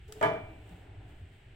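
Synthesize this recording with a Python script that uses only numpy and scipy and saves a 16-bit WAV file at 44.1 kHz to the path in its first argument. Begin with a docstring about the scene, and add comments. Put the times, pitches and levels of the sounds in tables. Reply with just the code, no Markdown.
"""A hand sets a coiled cable down on a table, close to a stereo microphone in a small quiet room.
Fingers brush the top and the plug ticks, then the hand lands with a quick double knock that rings the
table's modes. The coil slides, bumps dully and rustles under the fingers.
Behind it lie a low rumble, faint room air and a thin electrical whine."""
import sys
import numpy as np
from scipy import signal
from scipy.fft import rfft, irfft, next_fast_len
from scipy.io import wavfile
from scipy.ndimage import map_coordinates

SR = 44100
rng = np.random.default_rng(int(sys.argv[2]) if len(sys.argv) > 2 else 0)


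def transcribe(u):
    """Save the signal u as a 16-bit wav file named by the first command-line argument.

    u: samples, shape (n,) or (channels, n), limited to [-1, 1]; the rate is SR.
    q: integer samples, one column per channel.
    """
    v = np.clip(np.atleast_2d(u).T, -1, 1)
    q = np.round(v * 32767).astype(np.int16)
    wavfile.write(sys.argv[1], SR, q)


N = 68355
T = np.arange(N) / SR

# knocks on the table: start_s, ring_db, clatter_db, crack_db, treble_limit_hz
KNOCK_HITS = [(0.2116, -33, -30, -40, 1170), (0.2266, -31, -29, -32, 3280), (0.2348, -40, -36.5, -59, 2360)]
# main modes of the table: pitch_hz, level_db, t60_s, left_over_right_db, rise_s
TABLE_MODES = [(113.5, 9, 0.26, 3, 0.093), (155.45, -6, 0.46, -3, 0.016), (297, -6, 0.32, 4.5, 0.017),
               (416.5, -0.5, 0.47, 3, 0.023), (453, 1, 0.42, 1, 0.038), (622.5, 3, 0.41, 8, 0.00058),
               (659.7, 4, 0.52, 4, 0.00087), (743, -10, 0.34, -19, 0.0062), (833, -4.5, 0.3, -3, 0.0021),
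               (889.5, 1.5, 0.31, -10, 0.0038), (963, 0, 0.19, -1.5, 0.0024), (996, 2.5, 0.34, -2, 0.012),
               (1170, -1.5, .27, -6, 0.004), (1222, 4.5, 0.16, 5, 0.0054), (1408, -12, 0.53, 3.5, 0.0046),
               (1695, 7, 0.17, -1, .004), (2204, -1.5, 0.077, -15.5, 0.0044),
               (2344, -4.5, 0.74, 1.5, 0.0017), (3030, -9, 0.41, -4.5, .003), (3480, -15, 0.57, -2, .003)]
# the table's dense weaker modes: frequency_hz, density_db
CLATTER_SPECTRUM = [(40, -31), (150, -3), (340, -2), (520, -2), (620, 3.5), (800, -1), (1300, -0.5),
                    (2250, -8.5), (2650, -21.5), (3050, -11), (3500, -18.5), (4000, -23.5), (8000, -27.5),
                    (15500, -27.5)]
# their decay: frequency_hz, t60_s
CLATTER_DECAY = [(150, 0.77), (650, 0.65), (1200, 0.5), (2000, 0.48), (4000, 0.4), (12000, 0.25)]
# hard contact of the plug: frequency_hz, density_db
CRACK_SPECTRUM = [(200, -22), (900, 4), (2200, 12), (3800, 0), (4800, 5.5), (6200, -5), (8000, -3),
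                  (15500, -14)]
# where clatter and crack sit at the microphone: frequency_hz, left_over_right_db
KNOCK_BALANCE = [(200, 0.5), (650, -1), (1300, -2), (2300, -8), (3200, -7), (5000, 4.5), (9000, 13),
                 (14000, -1)]
# ticks of plug and cable: start_s, level_db, t60_s
TICK_HITS = [(0.0781, -65.5, 0.3), (0.1231, -37.5, 0.016), (0.136, -50, 0.01), (0.3366, -56, 0.011),
             (0.693, -59.5, 0.011)]
# colour of a tick: frequency_hz, density_db
TICK_SPECTRUM = [(300, -20), (1200, -14), (2400, -2), (3300, 6), (4100, 2), (5100, 6), (6200, 1), (7600, 8),
                 (9000, 0), (15500, -1)]
# soft finger touches on the table: start_s, level_db
FINGER_TOUCHES = [(0.085, -43.5), (0.149, -40)]
# low thuds of the hand: start_s, level_db, pitch_hz
HAND_THUDS = [(0.487, -43.5, 321.4), (0.546, -36.5, 85), (0.705, -40.5, 176.5), (0.886, -39, 96),
              (0.967, -36, 98), (1.214, -33.5, 91.3)]
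# the coil sliding under the hand: time_s, level_db
SLIDE_LEVELS = [(.36, -90), (.5, -61), (.65, -61), (.72, -57), (.8, -59.5), (.92, -59.5), (1.12, -61),
                (1.3, -68), (1.55, -68)]
# dull resonances it rubs: frequency_hz, density_db
SLIDE_SPECTRUM = [(100, -25), (210, -17), (265, 1), (310, 1.5), (345, -7), (385, -1), (520, -11), (720, -4),
                  (900, -10), (1100, -18), (1500, -15), (2500, -24), (8000, -70)]
# fingertips on the cable: time_s, level_db
RUSTLE_LEVELS = [(0, -80.5), (.09, -74.5), (.2, -61), (.4, -72), (.62, -72.5), (.7, -66), (.79, -68.5),
                 (.88, -77), (1.0, -95), (1.1, -68), (1.15, -75), (1.2, -73), (1.27, -82), (1.34, -72),
                 (1.46, -82), (1.55, -88)]
# their hiss: frequency_hz, density_db
RUSTLE_SPECTRUM = [(1000, -10), (3000, 10), (4500, -5), (6000, -11.5), (8200, 2), (10500, -15), (14500, -5)]
# low rumble in the room: time_s, level_db
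RUMBLE_LEVELS = [(0, -51.5), (.15, -51.5), (.6, -50), (.85, -55), (1.05, -49), (1.25, -52), (1.35, -54),
                 (1.55, -52.5)]
# its colour: frequency_hz, density_db
RUMBLE_SPECTRUM = [(20, 1), (35, -19.5), (52, 5), (75, 2), (105, 5.5), (135, -4.5), (210, -15), (400, -55)]
# room air: frequency_hz, density_db
AIR_SPECTRUM = [(100, -24), (200, -17), (300, -3), (380, 2.5), (520, -11.5), (780, -6.5), (1060, -18),
                (1650, -5.3), (3000, -7), (4600, -23.5), (6200, -31.5), (8200, -23), (10500, -41.5),
                (15500, -46)]
# likeness of left and right at the microphone: frequency_hz, correlation (clipped to -1..1)
STEREO_LIKENESS = [(60, 2.1), (170, .87), (350, 0.87), (700, 0.5), (1400, 0.3), (3000, 0.5), (12000, -0.2)]


def knocks():
    """Main source, close up: each knock cracks, clatters and rings the table; a soft one is duller."""
    impacts = np.zeros((2, N))
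    for start_s, _, clatter_db, crack_db, limit_hz in KNOCK_HITS:
        body = filtered(clatter(), lambda hz: 1 / (1 + 1j * hz / limit_hz))
        impacts += at(start_s, amp(clatter_db) * body + amp(crack_db) * plug_crack())
    return table_ring() + filtered(impacts, lambda hz: pan(along(KNOCK_BALANCE, hz)))


def table_ring(drift_onset_s=0.015):
    """The main modes start together and drift apart; each knock adds energy, at once or slowly."""
    ring = np.zeros((2, N))
    age = T - KNOCK_HITS[0][0]
    for hz, db, t60, pan_db, rise_s in TABLE_MODES:
        swell = strike(t60, rise_s)[None]
        energy = sum(at(start_s, amp(ring_db) * swell) ** 2 / (1 + (hz / limit_hz) ** 4)
                     for start_s, ring_db, _, _, limit_hz in KNOCK_HITS)
        stereo_phase = np.array([[1.1], [-1.1]]) * np.tanh(hz / 1000)
        drift = waver() * np.tanh(age / drift_onset_s)
        tone = np.sin(2 * np.pi * hz * age + drift + stereo_phase)
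        ring += amp(db) * pan(pan_db) * np.sqrt(energy) * tone
    return ring


def clatter():
    """Dense modes of table and room, each band dying at its own speed."""
    modes = unit(filtered(noise(CLATTER_SPECTRUM), mode_humps))
    hz, t, bands = signal.stft(modes, SR, nperseg=512)
    decay = fade(t, along(CLATTER_DECAY, hz)[:, None])
    tail = signal.istft(bands * decay, SR, nperseg=512)[1][:, :N]
    return tail * (1 - np.exp(-T / 0.000067))


def mode_humps(hz, width_hz=32, valley_db=-7, below_hz=1500):
    """The low clatter gathers around the main modes and leaves valleys between them."""
    nearness = np.max([np.exp(-((hz - mode[0]) / width_hz) ** 2) for mode in TABLE_MODES], axis=0)
    return amp(valley_db * (1 - nearness) / (1 + (hz / below_hz) ** 8))


def plug_crack(ripple_hz=160, ripple_db=8.5):
    """Hard contact: a noise burst through the plug's many small treble resonances."""
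    burst = noise(CRACK_SPECTRUM)
    knots = rng.standard_normal(size=2048)
    ripple = lambda hz: amp(ripple_db * np.tanh(hz / 2000) * map_coordinates(knots, [hz / ripple_hz]))
    return unit(filtered(burst, ripple)) * strike(t60=0.015, attack_s=0.00089)


def plug_ticks():
    """Bright snaps just left of centre; each wakes a hollow note in the plug and a faint room tail."""
    ticks = np.zeros((2, N))
    room_tail = amp(-22) * strike(t60=0.45, attack_s=0.0014)
    for start_s, db, t60 in TICK_HITS:
        snap = noise(TICK_SPECTRUM) * (strike(t60, attack_s=0.00039) + room_tail)
        hollow = amp(-8) * band(centre_hz=1600, width_hz=450) * strike(t60=0.03, attack_s=0.0017)
        ticks += at(start_s, amp(db) * (snap + hollow))
    return pan(1.5) * ticks


def finger_touches():
    """Soft touches wake one low resonance of the table, with a dull scuff of skin."""
    envelope = strike(t60=0.32, attack_s=0.008)
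    return sum(at(start_s, amp(db) * (low_tone(hz=429) + amp(-9.5) * noise(SLIDE_SPECTRUM)) * envelope)
               for start_s, db in FINGER_TOUCHES)


def hand_thuds():
    """The hand bumps the table softly: only the low end answers."""
    envelope = strike(t60=0.21, attack_s=0.015)
    return sum(at(start_s, amp(db) * low_tone(hz) * envelope) for start_s, db, hz in HAND_THUDS)


def coil_slide():
    """The coil slides under the hand and rubs the table's dull resonances."""
    return fader(SLIDE_LEVELS) * noise(SLIDE_SPECTRUM)


def cable_rustle(grains_per_s=640, grain_db=1):
    """Fingertips shift on the cable: a fine, grainy hiss."""
    grains = unit(amp(grain_db * map_coordinates(rng.standard_normal(size=4096), [T * grains_per_s])))
    return fader(RUSTLE_LEVELS) * grains * noise(RUSTLE_SPECTRUM)


def room_tone():
    """Background: a slowly shifting rumble under steady air and a thin electrical whine."""
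    whine = amp(-88.5) * band(centre_hz=7760, width_hz=130)
    rumble = fader(RUMBLE_LEVELS) * noise(RUMBLE_SPECTRUM)
    air = amp(-64) * noise(AIR_SPECTRUM)
    return rumble + air + whine


def low_tone(hz):
    """One wavering table resonance, centred."""
    return np.ones((2, 1)) * np.sin(2 * np.pi * hz * T + waver())


def waver(depth_rad=0.52, turns_per_s=43.97):
    """A random wander of phase."""
    return depth_rad * map_coordinates(rng.standard_normal(size=256), [T * turns_per_s])


def noise(spectrum):
    """Coloured stereo noise of rms 1, near mono in the bass."""
    angle = lambda hz: np.arccos(np.clip(along(STEREO_LIKENESS, hz), -1, 1)) / 2
    response = lambda hz: amp(along(spectrum, hz)) * [np.cos(angle(hz)), np.sin(angle(hz))]
    mid, side = filtered(rng.standard_normal((2, N)), response)
    return unit(np.array([mid + side, mid - side]))


def band(centre_hz, width_hz):
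    """Narrow stereo noise of rms 1."""
    bell = lambda hz: np.exp(-((hz - centre_hz) / width_hz) ** 2)
    return unit(filtered(rng.standard_normal((2, N)), bell))


def filtered(x, response):
    """x times a response of frequency."""
    size = next_fast_len(N + SR // 2)
    return irfft(rfft(x, size) * response(np.fft.rfftfreq(size, 1 / SR)), size)[..., :N]


def strike(t60, attack_s):
    """Envelope of a blow: rise, then decay."""
    return fade(T, t60) * (1 - np.exp(-T / attack_s))


def fade(t, t60):
    """Exponential decay by 60 dB in t60 seconds."""
    return np.exp(-np.log(1000) * t / np.maximum(t60, 1e-3))


def fader(levels):
    """Gain through (time_s, level_db) points."""
    return amp(np.interp(T, *np.transpose(levels)))


def along(points, hz):
    """(frequency_hz, value) points read on a log axis."""
    frequencies, values = np.transpose(points)
    return np.interp(np.log(hz + 1), np.log(frequencies + 1), values)


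def at(start_s, x):
    """x delayed to start_s."""
    return np.pad(x, ((0, 0), (max(round(start_s * SR), 0), 0)))[:, :N]


def pan(db):
    """Left and right gains for a level difference."""
    return amp(np.array([[.5], [-.5]]) * db)


def amp(db):
    """Decibels to gain."""
    return 10 ** (np.asarray(db) / 20)


def unit(x):
    """Scaled to rms 1."""
    return x / np.sqrt(np.mean(x ** 2) + 1e-20)


def scene():
    """The table close to the microphone, the room behind it."""
    contacts = knocks() + plug_ticks() + finger_touches() + hand_thuds()
    return contacts + coil_slide() + cable_rustle() + room_tone()


def record(dry):
    """The microphone signal, with nothing above 15950 Hz."""
    return filtered(dry, lambda hz: hz < 15950)


dry = scene()
out = record(dry)
transcribe(out)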